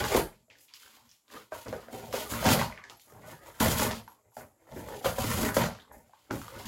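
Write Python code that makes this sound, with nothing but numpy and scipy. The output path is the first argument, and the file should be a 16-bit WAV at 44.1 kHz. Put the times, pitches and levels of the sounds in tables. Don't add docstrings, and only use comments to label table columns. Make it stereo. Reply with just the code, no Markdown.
import sys
import numpy as np
from scipy import signal
from scipy.fft import rfft, irfft, next_fast_len
from scipy.io import wavfile
from scipy.ndimage import uniform_filter1d

SR = 44100
rng = np.random.default_rng(int(sys.argv[2]) if len(sys.argv) > 2 else 0)


def attenuation_scalar(level_db):
    decades = np.asarray(level_db, float) / 20
    return 10 ** decades


def materialize(psi):
    bounded = np.clip(np.atleast_2d(psi).T, -1, 1)
    quanta = np.round(bounded * 32767).astype(np.int16)
    wavfile.write(sys.argv[1], SR, quanta)


N = 294147


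def rms_one(x):
    return x / np.sqrt(np.mean(x ** 2) + 1e-30)


def at_hz(points, hz):
    point_hz, value = np.array(points).T
    return np.interp(np.log(hz + 1), np.log(point_hz), value)


def band(x, low_hz, high_hz, order=2):
    sos = signal.butter(order, [low_hz, high_hz], "band", fs=SR, output="sos")
    return signal.sosfilt(sos, x)


def resonate(x, hz, width_hz):
    r = np.exp(-np.pi * width_hz / SR)
    zeros = np.array([1, 0, -1]) * (1 - r * r) / 2
    poles = [1, -2 * r * np.cos(2 * np.pi * hz / SR), r * r]
    return signal.lfilter(zeros, poles, x)


def colour(x, gain_of_hz):
    size = next_fast_len(N)
    gain = gain_of_hz(np.fft.rfftfreq(size, 1 / SR))
    return irfft(rfft(x, size) * gain, size)[..., :N]


def evened(x, over_s):
    size = int(over_s * SR)
    power = uniform_filter1d(uniform_filter1d(x ** 2, size), size)
    return x / np.sqrt(power + 1e-20)


def drift(rate_hz):
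    r = np.exp(-2 * np.pi * rate_hz / SR)
    noise = rng.standard_normal(N + SR)
    return rms_one(signal.lfilter([1], [1, -2 * r, r * r], noise)[SR:])


def grains(per_s, spread_db, clump_db, clump_hz):
    sizes = attenuation_scalar(spread_db * np.minimum(rng.exponential(1, N), 4)) * rng.choice([-1, 1], N)
    happens = rng.random(N) < per_s / SR
    return sizes * happens * attenuation_scalar(clump_db * drift(clump_hz)) + 1e-18


def strokes(rows, kind):
    sag_db_per_s = dict(box=58, rip=19.5, rustle=31.5)
    fall_db_per_s = dict(box=238, rip=276.5, rustle=195)
    swell_db = 29
    t, power = np.arange(0, N + 32, 32) / SR, 0
    for s, swell, hold, db, *shifts_db in rows:
        late = t - s
        rise = swell_db * np.minimum(late, 0) / max(swell, 1e-3)
        sag = sag_db_per_s[kind] * np.clip(late, 0, hold)
        fall = fall_db_per_s[kind] * np.maximum(late - hold, 0)
        shape = np.maximum(rise - sag - fall, -300)
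        registers_db = db + np.array([0, *shifts_db])[:, None]
        power = power + attenuation_scalar(2 * (registers_db + shape))
    return np.array([np.interp(np.arange(N) / SR, t, p) for p in power])


def hush():
    # (frequency [Hz], density [dB per Hz])
    hush_spectrum = [(18, -61), (30, -14), (93, -7.5), (437, -7.5), (1250, -10), (1860, -26), (5900, -18),
                     (7270, -6.5), (9710, -23), (11100, -9.5), (16000, -27)]
    noise = colour(rng.standard_normal((2, N)), lambda hz: attenuation_scalar(at_hz(hush_spectrum, hz)))
    return attenuation_scalar(-76.5) * rms_one(noise)


def effort():
    # (time [s], hold [s], strength [dB], hollow boom [dB], creak [dB])
    sudden_tugs = [(0.0, 0.062, -27, -3, -1.5), (0.498, .15, -62, -6, -5.5), (0.693, .15, -79, -11.5, 12),
                   (1.521, 0.079, -45, -6, 3.5), (1.933, 0.07, -37.5, -4.5, -7.5),
                   (2.027, 0.12, -42.5, 1.5, -7.5), (2.9, 0.022, -51.5, -3.5, -2.5),
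                   (2.138, 0.11, -32, -9, -2.5), (2.452, 0.18, -21, 2, -3.5), (2.833, 0.093, -56, -5, -0.5),
                   (3.074, 0.025, -56, -3, -2.5), (3.127, .05, -51.5, 2.5, -9.5),
                   (1.66, 0.054, -43, -1.5, -2), (1.872, .03, -47.5, -5, -4), (2.701, .05, -46.5, -3, 2),
                   (3.609, 0.36, -23.5, 2, -1), (3.797, 0.12, -26.5, 0.5, -1.5),
                   (4.046, 0.23, -60, -5, -5.5), (4.375, 0.065, -44, -4.5, -4.5),
                   (4.674, 0.051, -57, 2, -1.5), (4.76, 0.22, -40.5, 2, -4), (5.75, 0.066, -51, -3, -2),
                   (0.301, 0.12, -62, 4.5, -25), (5.01, 0.03, -45, -12.5, -5),
                   (5.046, 0.029, -26, -3.5, -7), (5.182, 0.056, -36.5, 7, 3), (5.467, 0.09, -37, 3, 2),
                   (5.569, 0.077, -23.5, 1.5, -1.5), (5.99, 0.084, -59, -0.5, -8),
                   (6.308, 0.053, -36, 2, -5)]
    # (peak time [s], swell [s], strength [dB], hollow boom [dB], creak [dB])
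    slow_drags = [(0.156, 0.11, -21, -5.5, -2), (0.955, 0.44, -63, -10, 2.5), (1.049, 0.27, -68, 6.5, -0.5),
                  (1.348, 0.069, -41.5, -6, 0.5), (1.735, 0.062, -43.5, 0, -2),
                  (1.934, 0.2, -46.5, -13, -8), (2.333, 0.072, -31.5, 2, 0), (2.44, 0.23, -32, 2, -1.5),
                  (3.19, 0.06, -52, 0, -14), (3.318, 0.31, -46, -2.5, 0), (3.49, 0.2, -51, -4.5, 3),
                  (3.578, 0.088, -52, -1, 1.5), (4.724, 0.054, -45.5, 3, -6), (4.941, 0.38, -38, -7, -6),
                  (1.83, 0.16, -53.5, -8, 1), (0.86, 0.13, -63, -6, 1), (3.25, 0.11, -49.5, 1.5, -8),
                  (5.39, 0.18, -33, 4, -15), (6.14, 0.086, -73.5, -7, 7.5), (3.43, 0.058, -50.5, -10, -8),
                  (4.259, 0.037, -62, -0.5, -11.5), (5.165, 0.13, -44.5, -3, 2), (5.306, 0.082, -35, 10, 3),
                  (5.445, 0.39, -27, 1, -4), (5.939, 0.11, -46, -2, -10), (6.27, 0.42, -73, 0, 2),
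                  (6.595, 0.38, -42, -3.5, -2.5), (6.645, 0.017, -47, 10, 3.5)]
    tug_attack_s, drag_hold_s, boom_lag_s = 0.011, 0.018, 0.01
    tugs = [(s, tug_attack_s, hold, *levels) for s, hold, *levels in sudden_tugs]
    drags = [(s, swell, drag_hold_s, *levels) for s, swell, *levels in slow_drags]
    panel, boom, creak = np.sqrt(strokes(tugs + drags, "box"))
    t = np.arange(N) / SR
    return panel, np.interp(t - boom_lag_s, t, boom), creak


def box():
    # (frequency [Hz], width [Hz], level [dB])
    box_modes = [(58, 21, 2.5), (114.3, 16, 7.5), (157.8, 45, 1), (230, 20.5, 12.5), (309.3, 104, -2.5),
                 (407.6, 20, 0.5), (473, 59, -2.5), (564, 69, -0.5), (628.4, 44, -2), (753, 52, -1),
                 (840, 63, 2.5), (915, 110, 7), (1050, 330, -1.5), (1235, 90, 0.5), (1390, 870, -10),
                 (1700, 200, -5.5), (2090, 510, -10.5)]
    flex_db, flex_hz = 3.0, 6.6
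    slips = grains(per_s=500, spread_db=1.5, clump_db=1.0, clump_hz=60.2)
    rung, sign = 0, 1
    for hz, width_hz, db in box_modes:
        gain = attenuation_scalar(db + flex_db * drift(flex_hz))
        rung = rung + sign * gain * resonate(slips, hz, width_hz)
        sign = -sign
    panel, boom, creak = effort()
    hollow_sound = boom * evened(band(rung, 48, 244), 0.055)
    panel_sound = panel * evened(band(rung, 277, 706), 0.042)
    crease_sound = creak * evened(band(rung, 927, 2010), 0.11)
    return hollow_sound + panel_sound + crease_sound


def tearing():
    # (time [s], swell [s], hold [s], rip [dB], fine hiss [dB])
    rips = [(0.0, .01, 0.0072, -35.5, -6), (0.05, 0.048, 0.073, -37.5, -1.5),
            (0.17, 0.16, 0.0027, -31, -0.5), (0.29, .05, 0.11, -70, -13), (2.13, 0.016, 0.09, -38, -2),
            (2.329, 0.16, 0.024, -40.5, 3), (2.519, 0.19, 0.0045, -24.5, -2),
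            (2.6, 0.09, 0.033, -35.5, -6.5), (3.601, 0.0044, 0.12, -31, 1), (3.78, 0.072, 0.072, -32, 1),
            (3.91, 0.075, 0.067, -46.5, -5.5), (5.046, 0.0038, 0.013, -36.5, -4),
            (5.068, 0.049, 0.0023, -33.5, 1), (5.182, 0.0023, 0.1, -38, -0.5), (5.35, 0.36, 0.13, -37, 2),
            (5.545, 0.017, 0.04, -41.5, 7.5), (5.57, 0.02, 0.075, -35.5, -4.5),
            (5.66, .1, 0.098, -53, -32.5), (6.308, .003, 0.0034, -60.5, -3), (3.57, 0.12, 0.06, -58, 1.5)]
    # (time [s], swell [s], hold [s], rustle [dB], fine hiss [dB])
    rustles = [(0.5, 0.0027, 0.031, -61.5, -22.5), (0.552, 0.0025, .015, -67, -15.5),
               (0.586, 0.0044, 0.045, -65, -0.5), (0.61, 0.087, 0.016, -72, 13.5),
               (0.682, 0.0033, 0.043, -60, -27), (0.736, 0.0024, 0.03, -53.5, -4.5),
               (0.8, 0.044, .18, -55, -3.5), (1.13, 0.37, 0.005, -63, -2), (1.324, 0.062, 0.069, -51.5, -4),
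               (1.53, 0.027, 0.1, -51, -0.5), (1.665, 0.027, 0.19, -54.5, -2),
               (1.934, 0.062, 0.2, -51, -0.5), (2.7, .1, 0.082, -57.5, -13),
               (2.838, .003, 0.027, -60.5, -17), (2.896, 0.0034, 0.02, -59, 0.5),
               (2.996, 0.0035, 0.15, -66, 7), (3.316, 0.22, 0.0051, -53.5, 1),
               (3.47, 0.13, 0.018, -56.5, 0.5), (4.08, .05, 0.042, -67.5, 1), (4.35, 0.062, 0.011, -70, 10),
               (4.367, 0.0028, 0.021, -58, 6), (4.79, 0.18, 0.0061, -54, 2.5),
               (4.922, 0.24, 0.062, -50.5, -1.5), (5.168, 0.038, 0.0074, -47, -3),
               (5.78, .05, 0.034, -64, -5), (5.922, 0.012, 0.069, -73, 12), (6.2, 0.43, 0.11, -67.5, -4),
               (6.31, 0.0033, 0.18, -50, 0.5), (6.6, 0.22, 0.011, -48.5, -2), (6.656, .01, .02, -43, -3)]
    # (frequency [Hz], density [dB per Hz])
    fibre_spectrum = [(1410, 2.5), (2400, 1), (2540, 0.5), (3040, 4.5), (3670, 3), (4870, 1), (5880, -5),
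                      (6990, -5), (8780, -20), (11800, -18), (14900, -21.5), (15700, -38)]
    fine = rms_one(grains(per_s=9200, spread_db=2.5, clump_db=2.0, clump_hz=61.0))
    coarse = rms_one(grains(per_s=290, spread_db=-1.0, clump_db=4.5, clump_hz=32.1))
    snaps = fine + attenuation_scalar(-10.5) * signal.lfilter([.6], [1, -.4], coarse)
    snaps = colour(snaps, lambda hz: attenuation_scalar(at_hz(fibre_spectrum, np.minimum(hz, 14800))))
    rip, hiss = np.sqrt(strokes(rips, "rip") + strokes(rustles, "rustle"))
    rip_sound = rip * evened(band(snaps, 2000, 8380, order=3), 0.059)
    hiss_sound = hiss * evened(band(snaps, 8580, 17000, order=3), 0.32)
    return rip_sound + hiss_sound


def contacts():
    # (time [s], peak [dB], ring [Hz], slap [dB])
    bites = [(0.119, -18.5, 545, -12), (0.148, -8, 379, -6.5), (0.481, -55.5, 564, -14),
             (1.319, -52.5, 566, 4.5), (4.319, -55.5, 828, -25.5), (1.521, -25, 570, 0),
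             (1.666, -33, 510, 2), (1.727, -20.5, 490, -7.5), (1.884, -33.5, 598, -3),
             (1.927, -38, 510, -4), (2.139, -17.5, 513, -5), (2.427, -22.5, 480, 1), (2.455, -25, 480, -10),
             (2.547, -14, 497, -18), (3.281, -38, 628, -29), (3.485, -39.5, 500, -4),
             (4.368, -24.5, 712, -9), (4.763, -30.5, 303, -10), (4.886, -34.5, 426, 6),
             (5.045, -22.5, 572, 3.5), (5.057, -13.5, 523, -1), (5.183, -18, 520, -28),
             (5.567, -11, 532, -2)]
    # (time [s], peak [dB], ring [Hz], slap [dB])
    thuds = [(0.041, -52, 360, 5.5), (0.329, -70, 396, -11), (1.026, -61.5, 827, -18),
             (1.941, -34.5, 347, -20), (2.04, -37, 514, -4), (2.517, -39.5, 428, 9),
             (3.122, -44.5, 414, -2.5), (3.796, -22.5, 1050, 2), (3.909, -33.5, 626, 5),
             (3.979, -40, 627, -22), (4.716, -37.5, 602, -37), (5.242, -22.5, 460, -17),
             (5.639, -20.5, 595, 1), (6.309, -22, 260, 4.5), (6.416, -30, 1130, -31),
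             (6.651, -48, 200, -13)]
    # (time [s], peak [dB], ring [Hz], crack [dB])
    fold_snaps = [(0.327, -51, 2180, -39), (0.501, -41, 2620, -11.5), (0.509, -40.5, 2090, -19),
                  (0.554, -45.5, 1720, -13), (0.685, -53, 2400, -10), (0.738, -36, 4860, 0),
                  (0.705, -61, 946, -18), (0.831, -44, 1420, -17), (0.97, -47.5, 920, -4),
                  (1.092, -46.5, 5450, -18), (1.114, -43.5, 5400, -8), (1.281, -50, 3820, -3),
                  (2.127, -31, 1180, 1), (2.489, -20, 840, 8), (2.614, -14.5, 920, -20),
                  (2.724, -31, 2130, -13), (2.776, -30.5, 1980, -27), (2.788, -36.5, 1130, -17),
                  (2.839, -31.5, 1700, -8), (2.898, -41.5, 830, 11.5), (2.997, -48.5, 3800, 3),
                  (3.603, -23, 1380, -15), (4.078, -34, 940, -11), (5.313, -29.5, 980, 4),
                  (5.915, -35.5, 900, -35), (6.134, -40.5, 920, -17), (6.481, -31.5, 1190, -5)]
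    # (time [s], peak [dB], ring [Hz], slap [dB])
    jolts = [(1.683, -27, 203, -20), (2.321, -25.5, 223, -8), (2.458, -14, 226, -15), (2.481, -19, 230, -2),
             (2.503, -15.5, 200, 1), (3.605, -17.5, 227, -14.5), (3.659, -22, 570, -11),
             (3.683, -17, 237, -10.5), (3.798, -21.5, 230, -14.5), (3.85, -20.5, 240, -18.5),
             (4.722, -38, 130, -20), (5.244, -20, 200, -6), (5.289, -30, 208, -15.5),
             (5.388, -21, 245, -17), (5.419, -20.5, 234, -17), (5.456, -30.5, 280, -12),
             (5.49, -26, 910, 7.5), (5.57, -16, 202, 6), (6.564, -37.5, 199, -13)]
    # (time [s], peak [dB], ring [Hz], crack [dB])
    catches = [(0.586, -45, 5060, -15), (0.701, -52, 2360, -20), (0.861, -43.5, 1500, -18),
               (0.877, -46, 1400, -13), (1.301, -44, 1770, -8), (2.081, -37, 516, -18),
               (2.594, -18.5, 1940, -15), (3.08, -49.5, 970, -22), (3.148, -43.5, 915, -20),
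               (3.185, -55, 581, -20), (3.213, -47, 501, -20), (3.314, -39, 815, -20),
               (3.424, -49, 538, -20), (3.46, -42, 960, -15), (3.543, -44, 1600, -15),
               (4.669, -50, 900, -21), (4.692, -46, 577, -23), (4.837, -39, 517, -18),
               (4.915, -30, 403, -20), (4.95, -34, 445, -20), (5.005, -45, 466, -20),
               (5.544, -33, 895, -10), (5.75, -42, 1060, 0.5), (5.787, -41, 1600, -17),
               (5.799, -43, 3500, -18), (5.85, -50.5, 1070, -25), (5.879, -50, 1090, -20),
               (5.913, -44, 1700, -28), (5.95, -46, 580, -18), (6.095, -50, 750, -24),
               (6.294, -43, 298, -40), (6.553, -35, 1320, -10), (6.598, -35.5, 720, -6),
               (6.655, -40, 4650, -4)]
    # (time [s], peak [dB], ring [Hz])
    fibre_snaps = [(0.0403, -21, 1870), (0.1186, -29.5, 1200), (0.1186, -24, 2250), (0.1471, -21, 1540),
                   (0.17, -25, 1330), (2.3213, -32.5, 1370), (2.3372, -26, 1410), (2.4265, -32, 1270),
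                   (2.456, -18, 1520), (2.4635, -14.5, 1600), (2.4894, -19.5, 1260), (2.5168, -17, 1260),
                   (2.5897, -26, 1860), (2.6016, -31, 2040), (3.6044, -21, 1480), (3.6248, -23, 2040),
                   (3.6592, -21, 1870), (3.7835, -40, 3330), (3.7944, -20.5, 1240), (3.9112, -23.5, 1820),
                   (5.2412, -28, 1250), (5.3146, -21, 2030), (5.4318, -25, 1260), (5.4493, -21, 1850),
                   (5.544, -28, 1410), (5.5675, -29, 1190), (5.5675, -26, 1370), (5.6164, -40, 1320),
                   (5.6358, -20.5, 1870)]
    return ([(s, db, hz, -31, slap_db, -18.5) for s, db, hz, slap_db in bites]
            + [(s, db, hz, -11, slap_db, -8.5) for s, db, hz, slap_db in thuds]
            + [(s, db, hz, -36.5, -14.5, crack_db) for s, db, hz, crack_db in fold_snaps]
            + [(s, db, hz, -11, slap_db, -6) for s, db, hz, slap_db in jolts]
            + [(s, db, hz, -31, -18, crack_db) for s, db, hz, crack_db in catches]
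            + [(s, db, hz, -36.5, -7.5, -1) for s, db, hz in fibre_snaps])


def knocks():
    out, t = np.zeros(N + SR), np.arange(SR // 8) / SR
    thump = np.sin(2 * np.pi * 108 * t) * np.exp(-t / 0.036)
    for s, db, hz, thump_db, slap_db, crack_db in contacts():
        noise = rng.standard_normal(len(t))
        scuff = 0.22 * noise * np.exp(-t / 0.0018)
        rebounds = 0.011 * noise ** 3 * np.exp(-t / 0.041) * (t > .004)
        touch = (t == 0) + scuff + rebounds
        width_hz = 110 + 0.24 * hz
        ring = resonate(resonate(touch, hz, width_hz), hz, width_hz)
        ring = band(ring, 0.14 * hz, 3.6 * hz)
        slap = band(touch, 800, 1570, order=3)
        crack = band(touch, 2100, 6800, order=3)
        hit = ring / np.abs(ring).max()
        hit = hit + attenuation_scalar(slap_db - 1.0) * slap / np.abs(slap).max()
        hit = hit + attenuation_scalar(thump_db + 2.0) * thump
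        hit = hit + attenuation_scalar(crack_db + 2.5) * crack / np.abs(crack).max()
        at = round(s * SR)
        out[at:at + len(t)] += attenuation_scalar(db - 1.5) * hit
    return out[:N]


def collar():
    # (time [s], peak [dB])
    clinks = [
        (2.9705, -64),
        (4.0387, -68.5),
        (4.0826, -62.5),
        (4.3111, -77),
        (4.35, -76),
        (5.8217, -79),
        (5.9226, -64),
    ]
    # (frequency [Hz], T60 [s])
    tag_modes = [(11300, 0.069), (11480, 0.096)]
    taps, out = np.full(N, 1e-18), 0
    for s, db in clinks:
        taps[round(s * SR)] = attenuation_scalar(db + 8.0)
    for hz, t60 in tag_modes:
        r, w = attenuation_scalar(-60 / (t60 * SR)), 2 * np.pi * hz / SR
        out = out + signal.lfilter([0, np.sin(w)], [1, -2 * r * np.cos(w), r * r], taps)
    return out


def room(x, count=12):
    # (frequency [Hz], T60 [s])
    room_t60 = [(60, 0.3), (500, 0.17), (3000, 0.1), (12000, 0.24)]
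    t, edges = np.arange(SR // 2) / SR, 30 * 2 ** np.arange(0, 9.6)
    tails, noise = 0, rng.standard_normal((count, 2, len(t)))
    for low, high in zip(edges, np.append(edges[1:], .45 * SR)):
        t60 = at_hz(room_t60, np.sqrt(low * high))
        decay = attenuation_scalar(-60 * t / t60) * np.minimum(t / 0.0026, 1)
        tails = tails + band(noise, low, high) * decay / np.sqrt(np.sum(decay ** 2))
    spot_s = .045
    place = (np.arange(N) / SR / spot_s - np.arange(count)[:, None]) % count - 1
    fades = np.cos(np.pi / 2 * np.clip(place, -1, 1))
    mid, side = signal.fftconvolve((x * fades)[:, None], tails, axes=2).sum(axis=0)[:, :N]
    share = attenuation_scalar(0.2)
    return np.array([(x + share * mid) / np.sqrt(1 + share ** 2), side])


def scene():
    # (frequency [Hz], side minus mid [dB])
    width = [(60, -25.5), (180, -9), (550, -0.5), (1650, 4.5), (4970, 3.5), (15000, 1.5)]
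    # (frequency [Hz], left minus right [dB])
    lean = [(60, 1.5), (180, 1), (550, 1.5), (1650, 0), (4970, 1), (15000, 6)]
    wet = attenuation_scalar(-1.5)
    steady, contact = box() + tearing(), knocks()
    mid, side = room(steady + wet * contact + collar()) + hush()
    mid = mid + (1 - wet) * contact
    side = colour(side, lambda hz: attenuation_scalar(at_hz(width, hz)))
    left = colour(mid + side, lambda hz: attenuation_scalar(at_hz(lean, hz) / 2))
    right = colour(mid - side, lambda hz: attenuation_scalar(-at_hz(lean, hz) / 2))
    return np.array([left, right])


def roll_off(x):
    return signal.sosfilt(signal.butter(12, 16650, fs=SR, output="sos"), x)


def record(dry):
    low_pass = signal.ellip(10, .5, 60, 15880, fs=SR, output="sos")
    cut = signal.sosfilt(low_pass, dry)
    return roll_off(cut)


dry = scene()
out = record(dry)
materialize(out)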